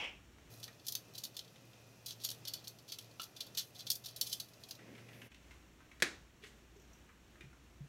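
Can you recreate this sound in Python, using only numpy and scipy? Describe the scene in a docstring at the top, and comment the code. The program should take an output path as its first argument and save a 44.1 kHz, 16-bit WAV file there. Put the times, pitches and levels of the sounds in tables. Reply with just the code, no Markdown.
"""Loose salt rattles in a hand grinder; then crystals crack under quick twists, ringing its shell.
Hands rub and tap the jar, the cap snaps shut, and it is put away with small ticks and hollow thuds.
The kitchen walls reverberate, and room air and a low hum lie underneath. During the twisting the hum
and the air's rumble sit about an octave higher; the grinding's reverberation is higher and shorter."""
import sys
import numpy as np
from scipy import signal
from scipy.fft import rfft, irfft, next_fast_len
from scipy.io import wavfile
from scipy.ndimage import map_coordinates

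SR = 44100
rng = np.random.default_rng(int(sys.argv[2]) if len(sys.argv) > 2 else 0)


def output_pcm(signal):
    """Save a mono or channel-first signal as 16-bit PCM at the path in sys.argv[1].

    Samples are clipped to [-1, 1] before scaling.
    """
    pcm = np.clip(np.atleast_2d(signal).T, -1, 1) * 32767
    wavfile.write(sys.argv[1], SR, np.round(pcm).astype(np.int16))


N = 347633

# turns of the wrist: (start [s], length [s], grit level [dB], treble relative to it [dB])
TWISTS = [(0.496, 0.091, -80, 9.5), (0.847, 0.12, -71, 0), (1.136, 0.099, -63, -15),
          (1.336, 0.089, -76, -13), (2.046, 0.082, -60, -10), (2.21, 0.15, -66, -8),
          (2.447, 0.14, -58.5, -16), (2.64, 0.071, -73, -7), (2.87, 0.18, -67, -16), (3.184, .07, -75, -9),
          (3.352, .12, -62, -13), (3.541, .12, -62, -4.5), (3.757, 0.059, -60, -14),
          (3.854, 0.085, -60, -1), (4.037, 0.096, -58, -16), (4.163, 0.25, -63.5, -4),
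          (4.593, 0.14, -76, -6)]


def amp(db):
    return 10 ** (np.asarray(db) / 20)


def unit(x):
    return x / np.sqrt(np.mean(x ** 2) + 1e-20)


def at_peak(x, db):
    return amp(db) * x / np.abs(x).max()


def along(points, hz):
    """Interpolation of (frequency [Hz], value) points on a logarithmic axis."""
    f, v = np.transpose(points)
    return np.interp(np.log(hz + 1), np.log(f + 1), v)


def wobble(per_s):
    """Random modulation: a spline through Gaussian values."""
    return map_coordinates(rng.standard_normal(int(N * per_s / SR) + 4), [np.arange(N) * per_s / SR])


def held(start_s, end_s, rise_s, fall_s):
    """Envelope: linear attack, hold at 1, exponential decay."""
    t = np.arange(N) / SR
    return np.clip((t - start_s) / rise_s, 0, 1) * np.exp(-np.maximum(t - end_s, 0) / fall_s)


def filtered(x, response):
    """Linear filtering: the spectrum of x times a frequency response."""
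    m = next_fast_len(len(x) + SR // 2)
    return irfft(rfft(x, m) * response(np.fft.rfftfreq(m, 1 / SR)), m)[:len(x)]


def causal(spectrum):
    """Minimum-phase response of unit energy, made by folding the cepstrum."""
    def response(hz):
        gain = amp(np.maximum(along(spectrum, hz), -80))
        cepstrum = irfft(np.log(gain / np.sqrt(np.mean(gain ** 2))))
        cepstrum[1:len(cepstrum) // 2] *= 2
        cepstrum[len(cepstrum) // 2 + 1:] = 0
        return np.exp(rfft(cepstrum))
    return response


def mode(hz, centre_hz, width_hz):
    """Second-order resonance, gain 1 at its centre."""
    return 1j * hz * width_hz / (centre_hz ** 2 - hz ** 2 + 1j * hz * width_hz)


def grit(n, per_s, spread_db):
    """Shot noise: random impulses of either sign and log-normal size, rms 1."""
    impulses = (rng.random(n) < per_s / SR) * np.sign(rng.random(n) - .5)
    return unit(impulses * amp(spread_db * rng.standard_normal(n)))


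def add(track, s, sound):
    """Superposition of a sound on a track, from time s."""
    part = track[round(s * SR):][:len(sound)]
    part += sound[:len(part)]


def room_air(raised):
    """Spectrally shaped noise: rumble and hiss, crossfading to a second colour as raised goes to 1."""
    # spectra of the air's rumble, its usual hiss and its hiss while twisting: (frequency [Hz], level [dB])
    rumble = [(13, -56), (22, -21.5), (75, -5.5), (119, -11.5), (372, -14.5), (466, -20), (592, -22.5),
              (742, -22.5), (800, -24), (1040, -65), (1760, -120)]
    hiss = [(500, -42), (800, -2), (1400, -2), (2800, -3.5), (3600, -7), (4600, -10), (5000, -14.5),
            (5500, -8), (7200, -10), (8500, -15), (10000, -19.5), (10500, -20), (11200, -17.5),
            (15800, -20)]
    twist_hiss = [(940, -30), (1600, -6.5), (2220, -4), (2350, -12), (2610, 1), (3130, -5.5), (3480, -6.5),
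                  (4910, -8), (6180, -5.5), (9690, -17), (11300, -17), (13600, -22), (15800, -20)]

    def noise(colour, pitch, db):
        return amp(db) * unit(filtered(rng.standard_normal(N), lambda hz: amp(along(colour, hz / pitch))))
    air = (1 - raised) * (noise(rumble, pitch=0.92, db=-64.5) + noise(hiss, pitch=0.99, db=-68.5))
    air += raised * (noise(rumble, pitch=1.8, db=-64) + noise(twist_hiss, pitch=0.94, db=-67.5))
    return air * amp(1.1 * wobble(6))


def hum(raised, hum_hz=58.4, flicker_db=2):
    """A tone with random phase and amplitude modulation, an octave up where raised is 1."""
    # slow wavering of the hum: (time [s], level [dB])
    wavering = [(0, -73), (.19, -64), (.5, -61), (1.05, -64.5), (1.35, -70.5), (1.86, -61.5), (2.12, -65),
                (2.3, -58), (2.9, -68.5), (3.09, -60.5), (3.3, -71.5), (4.0, -60.5), (4.5, -68.5),
                (4.96, -57.5), (5.45, -61), (5.9, -68), (6.5, -63), (7.88, -63.5)]
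    t = np.arange(N) / SR
    phase = 2 * np.pi * hum_hz * t + 0.79 * wobble(4.8)
    level_db = np.interp(t, *np.transpose(wavering)) + flicker_db * wobble(9)
    return amp(level_db) * ((1 - raised) * np.sin(phase) + raised * np.sin(2 * phase))


def background(raise_s=.497, drop_s=5.292):
    """Air and hum superposed; their pitch steps up, and the level dips briefly as it drops back."""
    t = np.arange(N) / SR
    raised = np.clip((t - raise_s) / 0.0053, 0, 1) * (t < drop_s)
    dip = np.clip(np.abs(t - drop_s) / 0.019, .12, 1)
    return (room_air(raised) + hum(raised)) * dip


def walls(x, scale=1):
    """Diffuse reverberation: a new decaying noise tail every 0.2 s, higher and shorter by scale."""
    # the kitchen's decay at scale 1: (frequency [Hz], t60 [s])
    decay_times = [(200, 0.18), (600, 0.49), (2000, 0.29), (6000, 0.36), (14000, 0.17)]
    out, step = np.zeros(N), SR // 5
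    for i in range(0, N, step):
        hz, t, noise = signal.stft(rng.standard_normal(SR // 3), SR, nperseg=128)
        decay = amp(-60 * scale * t / along(decay_times, hz / scale)[:, None])
        tail = signal.istft(noise * decay, SR, nperseg=128)[1]
        add(out, i / SR + .003 / scale, signal.fftconvolve(x[i:i + step], tail / np.linalg.norm(tail)))
    return out


def rustle(start_s=4.785, end_s=5.27):
    """Friction noise of skin on the jar, in three bands; the top grows as the grip tightens."""
    # (centre [Hz], width [Hz], starting level [dB], growth [dB/s])
    bands = ((250, 310, -61.5, 0.5), (1970, 1100, -70, 6.1), (11600, 4900, -88, 38))
    rub = grit(N, per_s=7000, spread_db=4) * amp(1.8 * wobble(14))
    elapsed = np.clip(np.arange(N) / SR - start_s, 0, 1)
    skin = sum(amp(db + growth * elapsed) * unit(filtered(rub, lambda hz: mode(hz, centre, width) ** 2))
               for centre, width, db, growth in bands)
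    return held(start_s, end_s, rise_s=0.0098, fall_s=0.0098) * skin


def taps(t):
    """Light impacts: a burst of contact noise excites two heavily damped resonances."""
    # fingers and grinder touching things: (time [s], peak [dB], centre [Hz], decay [ms])
    touches = [(0.382, -56, 1330, 6.3), (0.6788, -47.5, 1660, 6.1), (1.558, -50.5, 3000, 4),
               (1.732, -52, 3100, 4.5), (4.7885, -50, 1990, 8.8), (4.9483, -51, 2090, 8.6),
               (4.978, -50, 2030, 10), (5.0854, -48, 2030, 8.4), (5.13, -51, 2680, 9.2),
               (5.215, -42.5, 2050, 6.5), (5.3157, -51, 2250, 5.1), (5.345, -47, 2630, 3.2),
               (5.508, -50, 2080, 7.8), (5.804, -52.5, 1440, 8.2), (5.9123, -49, 2040, 7.6),
               (6.4212, -50.5, 2500, 14), (6.4353, -44.5, 2300, 12), (6.461, -54, 5700, 18),
               (7.0863, -54, 1450, 12), (7.3546, -53.5, 1500, 4.5), (7.4071, -45, 2080, 5.1),
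               (7.5294, -56, 1270, 5.9)]
    out = np.zeros(N)
    for s, db, centre, ms in touches:
        rub = grit(len(t), per_s=6800, spread_db=2.5) * np.exp(-1000 * t / ms)
        rub *= 1 - np.exp(-3000 * t / ms)
        ring = filtered(
            rub, lambda hz: mode(hz, centre, 0.89 * centre) ** 2 + 0.095 * mode(hz, 5000, 2900) ** 2)
        add(out, s, at_peak(ring, db))
    return out


def ticks(t):
    """Short noise bursts excite high resonances: a faint jingle."""
    # small ticks: (time [s], peak [dB])
    strikes = [(6.7655, -60), (6.7984, -60), (6.8174, -60), (6.8788, -65), (6.9321, -55.5)]
    # their resonances: (centre [Hz], width [Hz], gain [dB])
    modes = [(5840, 670, 1), (6460, 750, -3), (7100, 770, -11), (13700, 260, -4)]
    out = np.zeros(N)
    for s, db in strikes:
        burst = grit(len(t), per_s=4500, spread_db=0) * np.exp(-t / .006)
        tick = filtered(burst, lambda hz: sum(amp(g) * mode(hz, c, w) ** 2 for c, w, g in modes))
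        add(out, s, at_peak(tick, db))
    return out


def cap_snap(t):
    """The cap's impulse response is a click; dense early reflections follow in the same colour."""
    # the cap touches, then shuts: (time [s], peak [dB])
    contacts = [(6.002, -37.5), (6.023, -9.5)]
    # the cap's response: (frequency [Hz], level [dB])
    cap = [(70, -43), (160, -8), (330, -0.5), (450, -5), (900, -12.5), (1250, -7), (1800, 3.5),
           (2400, -1.5), (3000, -8), (3700, -3.5), (4800, -10.5), (6500, -11.5), (11000, -20), (15800, -31)]
    clicks, reflections = np.zeros(N), np.zeros(N)
    for s, db in contacts:
        add(clicks, s, at_peak(filtered(1. * (t == 0), causal(cap)), db))
        arrivals = grit(len(t), per_s=8300, spread_db=2.5) * np.exp(-t / 0.0059)
        add(reflections, s + .001, at_peak(filtered(arrivals, causal(cap)), db - 6.5))
    return clicks, reflections


def thuds(t):
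    """Damped oscillation: each knock rings one low mode of slightly unsteady pitch."""
    # hollow knocks of jar and cupboard: (time [s], level [dB], frequency [Hz], t60 [s])
    knocks = [(6.0226, -30.5, 326, 0.048), (6.0222, -37.5, 196, 0.092), (6.434, -47, 415, 0.062),
              (6.76, -51.5, 385, 0.095), (7.409, -47, 354, 0.047), (7.437, -45.5, 131, 0.11),
              (7.806, -40.5, 137.4, 0.2)]
    out = np.zeros(N)
    attack = 1 - np.exp(-t / 0.003)
    for s, db, hz, t60 in knocks:
        phase = 2 * np.pi * hz * t + 0.77 * wobble(60)[:len(t)]
        add(out, s, amp(db - 60 * t / t60) * np.sin(phase) * attack)
    return out


def salt_rattle(slide_db=-42.5, slide_s=0.054, fade_db_per_s=194):
    """Granular collisions: loose salt slides and excites the jar's resonances."""
    # big crystals hitting the wall: (time [s], level [dB])
    lumps = [(.0085, -39), (0.0166, -35), (.0436, -22)]
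    # the jar's response: (frequency [Hz], level [dB])
    jar = [(250, -17), (530, -9.5), (700, -11.5), (850, -8), (1400, -17), (1850, -12.5), (2200, -4),
           (2700, 0), (3250, -5.5), (3700, -20), (4500, -26), (5500, -20), (7000, -29.5), (12000, -45)]
    level_db = slide_db - fade_db_per_s * np.maximum(np.arange(N) / SR - slide_s, 0)
    impacts = amp(level_db) * grit(N, per_s=4500, spread_db=2.0)
    for s, db in lumps:
        add(impacts, s, amp([db]))
    return filtered(impacts, causal(jar))


def clink(t):
    """Free vibration: the grinder's halves knock together and ring at slightly random strengths."""
    # modes of the halves: (frequency [Hz], level [dB], t60 [s])
    modes = [(1340, -9.5, 0.09), (1390, -14, 0.062), (2890, 0.5, 0.022)]
    return sum(amp(db + rng.normal(0, 2.1) - 60 * t / t60) * np.sin(2 * np.pi * hz * t)
               for hz, db, t60 in modes)


def fine_grit(grip_s=0.011, let_go_s=0.03, trickle_db=-78):
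    """Shot noise of salt milled in each turn and trickling between turns; returns (dull, bright)."""
    envelope = sum(amp([[db], [db + treble_db]]) * held(s, s + length, grip_s, let_go_s)
                   for s, length, db, treble_db in TWISTS)
    envelope += amp(trickle_db) * held(TWISTS[0][0], sum(TWISTS[-1][:2]), grip_s, let_go_s)
    return envelope * grit(N, per_s=2300, spread_db=6.0)


def small_cracks(per_s=25, over_grit_db=5.5, spread_db=5, bright_db=2, crumble_ms=1.7):
    """A random point process: rows for small crystals that break at chance moments of each turn."""
    rows = []
    for s, length, db, _ in TWISTS:
        chances, places, sizes = rng.random((12, 3)).T
        for place, size in zip(places[chances < per_s * length / 12], sizes):
            level_db = db + over_grit_db + spread_db * (2 * size - 1)
            rows.append((s + place * length, level_db, bright_db, crumble_ms))
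    return rows


def fractures(t):
    """Brittle fracture: crystals crumble into grains, with a dull shudder and bright splinters."""
    # crystals heard one by one: (time [s], level [dB], splinters relative to it [dB], crumble [ms])
    cracks = [(0.527, -68, 14, 3), (0.536, -67, 13, 4), (0.5983, -52, -1, 4.1), (0.6284, -37, -17, 6.8),
              (0.64, -34, -8, 2.8), (0.678, -42, -20, 3.7), (0.7285, -54, -21, 3.3),
              (0.7958, -52, -21, 4.2), (0.8665, -41, 3.5, 4.2), (0.882, -34, 1.5, 5),
              (0.9215, -39.5, 4.5, 3.2), (0.9514, -25.5, -8, 2.8), (1.1533, -46, -6, 6.3),
              (1.1787, -40.5, -1, 7), (1.2356, -32, -4.5, 5.1), (1.2505, -36, -7, 3.5),
              (1.3661, -33, -9, 5.1), (1.3908, -32, -35, 3.2), (1.4449, -49, -22, 5.4),
              (1.478, -52, -23, 4.4), (2.0602, -37.5, -3, 7.2), (2.081, -38.5, -9, 11),
              (2.106, -34, -15, 4.6), (2.1195, -39.5, -22, 5.6), (2.2356, -36.5, -5, 15),
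              (2.248, -24.5, -8, 3.6), (2.288, -28.5, -15, 3.5), (2.3022, -43, 7, 2.1),
              (2.313, -32.5, -9.5, 3.8), (2.4516, -33, -12, 3.2), (2.4728, -34.5, -23, 5.5),
              (2.4796, -34, -4.5, 5.4), (2.5357, -28, -8.5, 4.2), (2.672, -36, -18.5, 3.9),
              (2.679, -43, 1, 2.7), (2.7855, -49.5, -11, 6), (2.897, -45, -26, 9.2),
              (2.919, -32.5, -15, 6.4), (2.9322, -42, -19.5, 9.6), (2.9858, -33, -13.5, 3.9),
              (3.1097, -54, -12, 5.2), (3.196, -37, -22, 7.7), (3.216, -40, -1.5, 4.1),
              (3.2308, -35.5, -15, 3.9), (3.2388, -41.5, -3, 2.7), (3.3624, -40.5, -15, 7.5),
              (3.405, -28.5, -15, 5.2), (3.468, -46.5, -17, 4.5), (3.549, -35, -19, 3.5),
              (3.5719, -27, -9, 6.6), (3.581, -25.5, -9, 5.2), (3.59, -29.5, -15, 8.9),
              (3.609, -39.5, -15, 8.3), (3.793, -38, -24, 6), (3.805, -36.5, -19, 4.1),
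              (3.8256, -48, -28, 2), (3.867, -33.5, -27.5, 7.6), (3.9011, -26.5, -0.5, 5),
              (3.9154, -35.5, 7.5, 3.1), (3.954, -45, 7.5, 3.9), (4.058, -35.5, -9, 6.9),
              (4.0825, -41.5, -18, 8.3), (4.1607, -38, -4, 5.4), (4.211, -23.5, -3, 4.3),
              (4.2675, -47.5, 7, 8.7), (4.292, -46, -1.5, 12), (4.3274, -29, -1, 4.2),
              (4.3987, -31.5, -8, 5.2), (4.4443, -50, -18, 4.4), (4.4844, -60, 2, 5.6),
              (4.5338, -50, -13, 5), (4.635, -40, -25, 4.2), (4.686, -54.5, 3, 8), (4.709, -32.5, -9, 3.5),
              (4.7508, -51, -2, 4.5)]
    # crystals that give way slowly: (time [s], level [dB], length [ms])
    crunches = [(.842, -57, 21), (1.144, -51, 17), (1.34, -59, 22), (2.196, -53.5, 48), (2.639, -52.5, 18),
                (2.876, -52.5, 30), (3.744, -53.5, 32), (4.037, -49.5, 23), (4.258, -45, 23),
                (4.312, -45, 24)]
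    dull, bright = np.zeros(N), np.zeros(N)
    for s, db, bright_db, crumble_ms in cracks + small_cracks():
        shape = np.exp(-1000 * t / crumble_ms)
        shape *= 1 - np.exp(-1000 * t / (0.37 * crumble_ms))  # a long crumble starts softly
        add(dull, s, amp(db) * shape * grit(len(t), per_s=9000, spread_db=1.5))
        add(bright, s, amp(db + bright_db) * shape * grit(len(t), per_s=5000, spread_db=4))
    for s, db, ms in crunches:
        swell = np.sin(np.pi * np.clip(1000 * t / ms, 0, 1))
        add(dull, s, amp(db) * swell * grit(len(t), per_s=8100, spread_db=6))
        add(bright, s, amp(db - 12) * swell * grit(len(t), per_s=6200, spread_db=-8))
    return dull, bright


def grinder():
    """Forced vibration: breaking salt drives the burr and the shell rings with it; one clink joins in."""
    # the burr's response: (frequency [Hz], level [dB])
    burr = [(530, -75), (900, -26.5), (1620, -21), (2010, -20), (2210, -18), (2810, -11), (3090, -4),
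            (3700, -4.5), (4030, -2.5), (5980, -0.5), (7880, -10.5), (13500, -2.5), (15800, -11.5)]
    # the shell's resonances: (centre [Hz], width [Hz], relative gain [dB])
    shell_modes = [(3530, 260, 1), (4003, 81, 6), (4420, 276, 3.5), (5320, 82, -3), (6200, 9.1, -4),
                   (6300, 47, -3)]
    t = np.arange(SR // 16) / SR
    dull, bright = fractures(t)
    fine_dull, fine_bright = fine_grit()
    lowpass = lambda hz: 1 / (1 + 1j * hz / 10000) ** 3
    highpass = lambda hz: (1 - lowpass(hz)) ** 2
    shell = lambda hz: 1 + amp(-1.0) * sum(amp(db) * mode(hz, c, w) for c, w, db in shell_modes)
    force = filtered(dull + fine_dull, lowpass) + filtered(bright + fine_bright, highpass)
    out = filtered(filtered(force, causal(burr)), shell)
    add(out, s=3.1975, sound=amp(-36) * clink(t))
    return out


def scene():
    """Superposition of direct sound and reverberation, in mono."""
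    t = np.arange(SR // 8) / SR  # time within one contact
    mix = background()
    grinding = grinder()
    mix += grinding + amp(-5) * walls(grinding, scale=2.4)
    mix += rustle()
    handling = taps(t) + ticks(t)
    clicks, early_reflections = cap_snap(t)
    handling += clicks + thuds(t)
    mix += salt_rattle() + early_reflections + handling + amp(-3.5) * walls(handling)
    return mix[None]


def record(dry, edge_hz=15800, top_hz=16500):
    """Band limiting: the treble steps down at edge_hz and ends at top_hz."""
    return filtered(dry[0], lambda hz: np.where(hz < edge_hz, 1, amp(-22)) * (hz < top_hz))[None]


dry = scene()
out = record(dry)
output_pcm(out)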